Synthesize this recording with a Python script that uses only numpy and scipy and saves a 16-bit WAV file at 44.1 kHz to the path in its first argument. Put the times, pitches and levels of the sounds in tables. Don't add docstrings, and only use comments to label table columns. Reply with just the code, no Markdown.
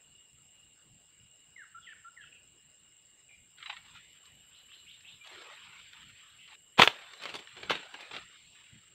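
import sys
import numpy as np
from scipy import signal
from scipy.io import wavfile
from scipy.ndimage import uniform_filter1d, map_coordinates

SR = 44100
rng = np.random.default_rng(int(sys.argv[2]) if len(sys.argv) > 2 else 0)


def inscribe(sig):
    pcm = np.round(np.clip(np.atleast_2d(sig).T, -1, 1) * 32767)
    wavfile.write(sys.argv[1], SR, pcm.astype(np.int16))


N = 394254

# f/Hz, relative density/dB
AIR_SPECTRUM = [(150, -5), (400, 2.5), (900, -3.5), (1300, -1), (2500, 2), (3400, 1), (4300, -7),
                (4900, -7.5), (5900, -18), (7000, -3.5), (9000, -9.5), (10000, -27), (15450, -14.5),
                (15550, -32.5)]
WIND_SPECTRUM = [(20, -48), (48, -22), (95, 1), (170, -5.5), (300, -16), (900, -71)]
LEAF_SPECTRUM = [(40, -31), (150, -6), (400, -2), (900, -2.5), (1500, -2), (2800, 1), (3800, -2),
                 (4600, -12), (5600, -21), (9000, -32), (15600, -48)]
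SWISH_SPECTRUM = [(3000, -26.5), (6000, 8.5), (9000, -5), (15500, -5.5)]
SNAP_SPECTRUM = [(40, -20.5), (129, -8), (208, -22), (429, -0.5), (550, -5.5), (1350, 2.5), (1820, 0.5),
                 (3400, 3.5), (5470, -22), (7950, -22), (15600, -87)]
# t/s, level over breeze/dB
WIND_PUFFS = [(.94, 8), (3.95, 9), (4.34, 6), (4.88, 9), (5.36, 13), (6.03, 8), (6.62, 7), (7.35, 12),
              (7.66, 12), (7.735, 20), (8.15, 17), (8.24, 12), (8.76, 11)]

# t/s, f/Hz, level/dB
WHINE_TRACK = [(0, 11430, -88), (.8, 11300, -93), (2.9, 11300, -102), (3.6, 11730, -87), (4.6, 11650, -82),
               (5.5, 11550, -84), (6.6, 11320, -86), (7.1, 11500, -83.5), (7.5, 11530, -91),
               (8.94, 11470, -100)]
# t/s, f/Hz, level/dB
CHORUS_TRACK = [(0, 2853, -70), (3.4, 2864, -69.5), (4.2, 2930, -66.5), (8.94, 2892, -69.5)]
# f/Hz, nominal width/Hz, level/dB
DRUM_MODES = [(7467, 94, -65.5), (8060, 140, -71.5), (15830, 460, -83.5)]
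DRUM_CLICKS_DB = [(-12, -5, -12, 0, -8, 0, -10, -8), (-4, -8, 0, -4, 0, -5, -2, -8),
                  (-9, -9, -6, 0, -2, -1, -2, -9)]

# t/s, end f/Hz, level/dB
FAR_RISES = [(4.501, 4630, -62), (4.685, 4500, -57), (4.859, 4150, -54), (5.039, 4200, -54),
             (5.565, 3640, -56.5), (5.775, 3670, -56), (5.959, 3700, -60), (6.147, 3470, -58.5),
             (6.379, 3470, -56.5)]
# t/s, length/s, start f/Hz, level/dB
FAR_FALLS = [(1.812, 0.1, 3580, -59), (1.896, 0.04, 2660, -66), (2.206, 0.049, 3240, -58.5),
             (2.322, 0.012, 2760, -52.5), (3.286, 0.034, 2560, -59.5)]
# t/s, length/s, level/dB
STEADY_WHISTLES = [(3.3, .07, -59), (5.197, .055, -54)]
# t/s, length/s, shelf f/Hz, sag/(Hz/s), level/dB
NEAR_FALLS = [(1.559, 0.085, 2120, 8600, -50), (1.866, .074, 1798, 900, -49.5),
              (2.165, 0.084, 1846, 3550, -51)]
# t/s, level/dB
NEAR_SCOOPS = [(1.744, -50.5), (2.045, -50.5)]
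# t/s, level/dB
WING_CLAPS = [(3.581, -42), (3.601, -40.5), (3.625, -33.5), (3.658, -30), (3.696, -25.5), (3.725, -37.5),
              (3.764, -34.5)]

# t/s, level/dB
RUSTLE_SPELLS = [
    [(3.575, -64), (3.72, -52), (3.82, -62.5), (3.9, -59), (4.3, -68.5), (5.238, -71)],
    [(5.238, -56), (5.32, -52), (5.56, -55.5), (5.85, -57), (6.12, -60), (6.4, -63), (6.48, -61),
     (6.555, -52)],
    [(6.78, -34), (6.96, -51.5), (7.16, -56.5), (7.22, -50), (7.45, -63), (7.62, -52.5), (7.9, -55.5),
     (8.02, -52.5), (8.22, -60.5), (8.32, -58.5), (8.94, -66.5)],
]
EDGE_OCT_PER_DB = [.105, .155, .26]
# t/s, level/dB, relative treble/dB, t60/s
TWIG_KNOCKS = [(3.948, -41, -17, 0.17), (4.255, -49.5, 11, 0.042), (4.718, -50, 4, .02),
               (5.007, -44, 0, 0.022), (5.271, -45.5, 16, 0.05), (5.331, -44, 2, 0.022),
               (5.419, -42, 5, 0.015), (5.5, -41.5, -7, 0.022), (5.933, -37.5, 3, 0.015),
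               (6.476, -44, -5, 0.066), (7.135, -40.5, 12, 0.022), (7.218, -34, 7, 0.11),
               (7.235, -34, 9, 0.054), (7.255, -25.5, 7, 0.019), (7.288, -35, 4, 0.1), (7.34, -27, 3, 0.04),
               (7.351, -31.5, 13, 0.077), (7.386, -38, 8, .1), (7.472, -41, -7, 0.054),
               (7.566, -37, -8, 0.079), (7.631, -29.5, -16, 0.042), (7.696, -19, -17, 0.057),
               (7.704, -17, -23, 0.081), (7.712, -23, -6, 0.093), (7.753, -25, -20, 0.035),
               (7.939, -32, -12, 0.069), (8.004, -37, 5, 0.093), (8.111, -34.5, -19, 0.063),
               (8.13, -31.5, -17, 0.14), (8.147, -33.5, -11, 0.082), (8.163, -29, -5, 0.066),
               (8.639, -49, 4, 0.033)]

# start t/s, peak t/s, level/dB, t60/s
BAND_SWELLS = [(6.774, 6.806, -18, 0.021), (6.806, 6.822, -14, .08)]
# t/s, level/dB
BAND_CRACKS = [(6.789, -5), (6.796, -4), (6.801, -9.5), (6.8135, -15.5), (6.8166, -9.5), (6.8192, 2),
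               (6.823, -6), (6.833, -2), (6.875, -7.5), (6.8782, -15.5)]
# t/s, level/dB, t60/s
BAND_SWISHES = [(6.781, -47, 0.15), (6.812, -32, 0.13), (6.83, -32.5, 0.18)]
# t/s, level/dB, t60/s
DULL_THUMPS = [(6.792, -12, 0.042), (6.797, -1, 0.019), (6.821, -17.5, 0.013), (7.704, -16.5, 0.042)]


def gain_of(db):
    return 10 ** (np.asarray(db) / 20)


def unit_rms(x):
    return x / np.sqrt(np.mean(x ** 2) + 1e-20)


def spectrum_db(spectrum, hz):
    f, db = np.transpose(spectrum)
    return np.interp(np.log(hz + 1), np.log(f + 1), db)


def add(mix, start_s, sound):
    part = mix[round(start_s * SR):][:len(sound)]
    part += sound[:len(part)]


def drift(rate_hz):
    knots = rng.standard_normal(int(N / SR * rate_hz) + 3)
    return unit_rms(map_coordinates(knots, [np.arange(N) / SR * rate_hz], order=3))


def resonate(x, hz, *widths_hz):
    carrier = np.exp(2j * np.pi * np.cumsum(hz * np.ones(len(x))) / SR)
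    for width_hz in widths_hz:
        pole = np.exp(-np.pi * width_hz / SR)
        x = 2 * (carrier * signal.lfilter([1 - pole], [1, -pole], x / carrier + 1e-18)).real
    return unit_rms(x)


def colour(x, spectrum):
    hz = abs(np.fft.fftfreq(8192, 1 / SR))
    log_gain = np.log(gain_of(spectrum_db(spectrum, hz).clip(-100)))
    taps = np.fft.ifft(np.exp(np.conj(signal.hilbert(log_gain)))).real[:3000]
    return signal.oaconvolve(x, taps / np.linalg.norm(taps))[:N]


def forest_tail(x, t60_s):
    t = np.arange(SR // 2) / SR
    tail = rng.standard_normal(len(t)) * gain_of(-60 * t / t60_s) * np.minimum(t / 0.03, 1)
    return signal.oaconvolve(x, tail / np.linalg.norm(tail))[:N]


def patchy_noise(spectrum, patch_db):
    frames, hz = N // 256 + 5, np.fft.rfftfreq(1024, 1 / SR)
    real, imag, patches = rng.standard_normal((frames, 513, 3)).T
    patches = unit_rms(uniform_filter1d(uniform_filter1d(patches, 10, 0), 10, 1))
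    bins = (real + 1j * imag) * gain_of(spectrum_db(spectrum, hz)[:, None] + patch_db * patches)
    return unit_rms(signal.istft(bins, nperseg=1024, noverlap=768)[1][:N])


def blows(rows, grain_db, rise_s=0.00025):
    t, out = np.arange(6000) / SR, np.zeros(N)
    noises, sizes = rng.standard_normal((len(rows), 6000)), rng.exponential(1, (len(rows), 6000))
    for (s, db, t60_s), noise, size, rise in zip(rows, noises, sizes, rise_s * np.ones(len(rows))):
        burst = unit_rms(noise * gain_of(grain_db * np.minimum(size, 4)))
        burst[40] += 3.5
        add(out, s, .5 * gain_of(db - 60 * t / t60_s) * np.minimum(t / rise, 1) * burst)
    return out


def air():
    return gain_of(-71.5) * patchy_noise(AIR_SPECTRUM, patch_db=3.0)


def wind(level_db=-76, puff_s=.05):
    t = np.arange(N) / SR
    gusts_db = 3.5 * drift(12) + 1.5 * drift(3)
    gusts_db += sum(db * np.exp(-((t - s) / puff_s) ** 2) for s, db in WIND_PUFFS)
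    return gain_of(level_db + gusts_db) * patchy_noise(WIND_SPECTRUM, patch_db=1.0)


def insect_whine(wingbeat_hz=320):
    t = np.arange(N) / SR
    s, hz, db = np.transpose(WHINE_TRACK)
    line = resonate(rng.standard_normal(N), np.interp(t, s, hz), 60, 120)
    return gain_of(np.interp(t, s, db)) * line * (1 + 0.43 * np.cos(2 * np.pi * wingbeat_hz * t))


def crickets(faint_hz=3850, chirp_hz=5160, chirps_per_s=6.57):
    t, out = np.arange(N) / SR, np.zeros(N)
    s, track_hz, track_db = np.transpose(CHORUS_TRACK)
    main = (np.interp(t, s, track_hz), 110, np.interp(t, s, track_db))
    for hz, width_hz, db in [main, (faint_hz, 220, -84)]:
        chorus = resonate(rng.standard_normal(N), hz, width_hz, 2 * width_hz)
        out += gain_of(db + 1.5 * drift(6)) * chorus
    gate = np.clip(.3 + np.cos(2 * np.pi * chirps_per_s * (t - .16)), 0, 1)
    return out + gain_of(-84) * gate * resonate(rng.standard_normal(N), chirp_hz, 280, 400)


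def cicada(cycle_hz=22.37):
    count = np.floor(8 * cycle_hz * np.arange(N) / SR + .08).astype(int)
    onsets = np.flatnonzero(np.diff(count) > 0)
    out = np.zeros(N)
    for (hz, width_hz, db), pattern_db in zip(DRUM_MODES, DRUM_CLICKS_DB):
        clicks = np.zeros(N)
        jittered = (onsets + rng.integers(0, 12, len(onsets))).clip(max=N - 1)
        click_db = np.take(pattern_db, (count[onsets] + 1) % 8) + 1.5 * rng.standard_normal(len(onsets))
        clicks[jittered] = gain_of(click_db)
        drive = unit_rms(clicks) + 0.95 * rng.standard_normal(N)
        out += gain_of(db) * resonate(drive, hz, 2.4 * width_hz, 2.4 * width_hz)
    return signal.sosfilt(signal.butter(12, 15500, fs=SR, output="sos"), out)


def whistle(length_s, start_hz, hz_per_s, rasp_hz, fade_db=-5.5):
    t = np.arange(0, length_s, 1 / SR)
    rasp = resonate(rng.standard_normal(8000)[:len(t)], start_hz + hz_per_s * t, rasp_hz, rasp_hz)
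    return gain_of(fade_db * t / length_s) * rasp * signal.windows.tukey(len(t), .45)


def far_birds(rise_from_hz=2250, rise_hz_per_s=28000):
    glides, steady = np.zeros(N), np.zeros(N)
    for s, end_hz, db in FAR_RISES:
        length_s = (end_hz - rise_from_hz) / rise_hz_per_s
        add(glides, s, gain_of(db) * whistle(length_s, rise_from_hz, rise_hz_per_s, rasp_hz=400))
    for s, length_s, start_hz, db in FAR_FALLS:
        add(glides, s, gain_of(db) * whistle(length_s, start_hz, hz_per_s=-15400, rasp_hz=385))
    for s, length_s, db in STEADY_WHISTLES:
        add(steady, s, gain_of(db) * whistle(length_s, start_hz=2370, hz_per_s=0, rasp_hz=39.7))
    return steady + glides + gain_of(3.5 + 1.2 * drift(60)) * forest_tail(glides, t60_s=.4)


def husky_note(hz, husk_db, attack_s=.006, release_s=.0048):
    t = np.arange(len(hz)) / SR
    edges = np.minimum(t / attack_s, 1) * np.minimum((t[-1] - t) / release_s, 1)
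    flutter = gain_of(husk_db * drift(249)[:len(t)])
    return np.sqrt(2) * edges * flutter * np.sin(2 * np.pi * np.cumsum(hz) / SR)


def near_bird(top_hz=2210, settle_s=.0108, end_hz=1300, drop_s=.0157, low_hz=1292, low_s=.048):
    out = np.zeros(N)
    for s, length_s, shelf_hz, sag_hz_per_s, db in NEAR_FALLS:
        t = np.arange(0, length_s, 1 / SR)
        hz = shelf_hz - sag_hz_per_s * t + (top_hz - shelf_hz) * np.exp(-t / settle_s)
        hz += (end_hz - hz[-1]) * np.clip(1 - (length_s - t) / drop_s, 0, 1)
        add(out, s, gain_of(db - 8 * t / length_s) * husky_note(hz, husk_db=4.5))
    for s, db in NEAR_SCOOPS:
        t = np.arange(0, low_s, 1 / SR)
        hz = low_hz + 110 * np.exp(-t / .0068) + 2940 * t
        add(out, s, gain_of(db - .5 * t / low_s) * husky_note(hz, husk_db=1.5))
    return out + gain_of(-8.5 + 1.7 * drift(50.26)) * forest_tail(out, t60_s=0.51)


def treble(x, cut_hz=5800):
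    return signal.lfilter(*signal.butter(2, cut_hz, "highpass", fs=SR), x)


def wing_claps(t60_s=.064, rise_s=.0036, band_hz=(570, 4270), tip_db=-13, tip_t60_s=.02):
    claps = blows([(s, db, t60_s) for s, db in WING_CLAPS], grain_db=0.5, rise_s=rise_s)
    tips = blows([(s + rise_s / 2, db + tip_db, tip_t60_s) for s, db in WING_CLAPS], grain_db=2)
    return signal.lfilter(*signal.butter(3, band_hz, "bandpass", fs=SR), claps) + treble(tips)


def rustle(shake_db=-27.5, shake_t60_s=.31):
    t, envelope = np.arange(N) / SR, np.zeros(N)
    for spell in RUSTLE_SPELLS:
        s, db = np.transpose(spell)
        gate = uniform_filter1d(1. * (t > s[0]) * (t < s[-1]), 100)
        envelope += gate * gain_of(np.interp(t, s, db))
    for s, db, *_ in TWIG_KNOCKS:
        add(envelope, s, gain_of(db + shake_db - 60 * t[:SR // 2] / shake_t60_s))
    noise = rng.standard_normal(N)
    grains_db = 2.8 * np.minimum(rng.exponential(1, N), 5) + 1.3 * drift(90)
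    return envelope * unit_rms(noise * gain_of(grains_db))


def knocks():
    s, db, treble_db, t60_s = np.transpose(TWIG_KNOCKS)
    rise_s = .5 * t60_s ** 2
    body = blows(list(zip(s, db, t60_s)), grain_db=2.5, rise_s=rise_s)
    crisp = blows(list(zip(s, db + treble_db, t60_s)), grain_db=4.0, rise_s=rise_s)
    return body + treble(crisp)


def low_edge_drop_oct(sound, rest_oct=.82, threshold_db=-59.5, smooth_s=.054, hold_s=.09):
    t, oct_per_db = np.arange(N) / SR, np.zeros(N)
    for spell, slope in zip(RUSTLE_SPELLS, EDGE_OCT_PER_DB):
        oct_per_db[t > spell[0][0]] = slope
    level_db = 10 * np.log10(abs(uniform_filter1d(sound ** 2, 400)) + 1e-8)
    level_db = uniform_filter1d(level_db, round(smooth_s * SR))
    steps_oct = .38 * drift(11)[(t // hold_s * hold_s * SR).astype(int)]
    return rest_oct + oct_per_db * np.maximum(level_db - threshold_db, 0) + steps_oct


def foliage(edge_ref_hz=2000, patch_db=3.4):
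    t = np.arange(N) / SR
    sound = colour(rustle() + wing_claps() + knocks(), LEAF_SPECTRUM)
    hz, frame_s, bins = signal.stft(sound, SR, nperseg=512, noverlap=384)
    drop_oct = np.interp(frame_s, t, low_edge_drop_oct(sound))
    above_edge_oct = np.log2(hz[:, None] / edge_ref_hz + 1e-3) + drop_oct
    cut_db = -22 / (1 + np.exp(np.clip(above_edge_oct / .06, -50, 50)))
    peak_db = 5 * np.exp(-((above_edge_oct - .12) / .14) ** 2)
    patches = rng.standard_normal(bins.shape[::-1]).T
    patches = unit_rms(uniform_filter1d(uniform_filter1d(patches, 2, 0), 22, 1))
    bins *= gain_of(cut_db + peak_db + patch_db * patches)
    return signal.istft(bins, SR, nperseg=512, noverlap=384)[1][:N]


def slingshot(swell_rise_db=26, crack_t60_s=.02):
    t, swells = np.arange(N) / SR, np.zeros(N)
    for start_s, peak_s, db, t60_s in BAND_SWELLS:
        rise_db = swell_rise_db * (t - peak_s) / (peak_s - start_s)
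        decay_db = -60 * (t - peak_s) / t60_s
        swells += (t > start_s) * gain_of(db + np.minimum(rise_db, decay_db).clip(-200))
    crackle = unit_rms(rng.standard_normal(N) * gain_of(6 * np.minimum(rng.exponential(1, N), 4)))
    cracks = blows([(s, db, crack_t60_s) for s, db in BAND_CRACKS], grain_db=5.5)
    snap = colour(swells * crackle + cracks, SNAP_SPECTRUM)
    thumps = blows(DULL_THUMPS, grain_db=5.0)
    thumps = colour(thumps, spectrum=[(40, -29), (200, -4), (420, -4), (1000, -1.5), (3000, -45)])
    swish = colour(blows(BAND_SWISHES, grain_db=-1), SWISH_SPECTRUM)
    return snap + thumps + swish + gain_of(-18) * forest_tail(snap + thumps, t60_s=0.1)


def scene():
    background = air() + wind() + insect_whine() + crickets() + cicada()
    return (background + far_birds() + near_bird() + foliage() + slingshot())[None]


def record(dry, cutoff_hz=15720):
    lowpass = signal.firwin(1023, cutoff_hz, window=("kaiser", 12), fs=SR)
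    return signal.oaconvolve(np.tanh(dry), lowpass[None], "same")


dry = scene()
out = record(dry)
inscribe(out)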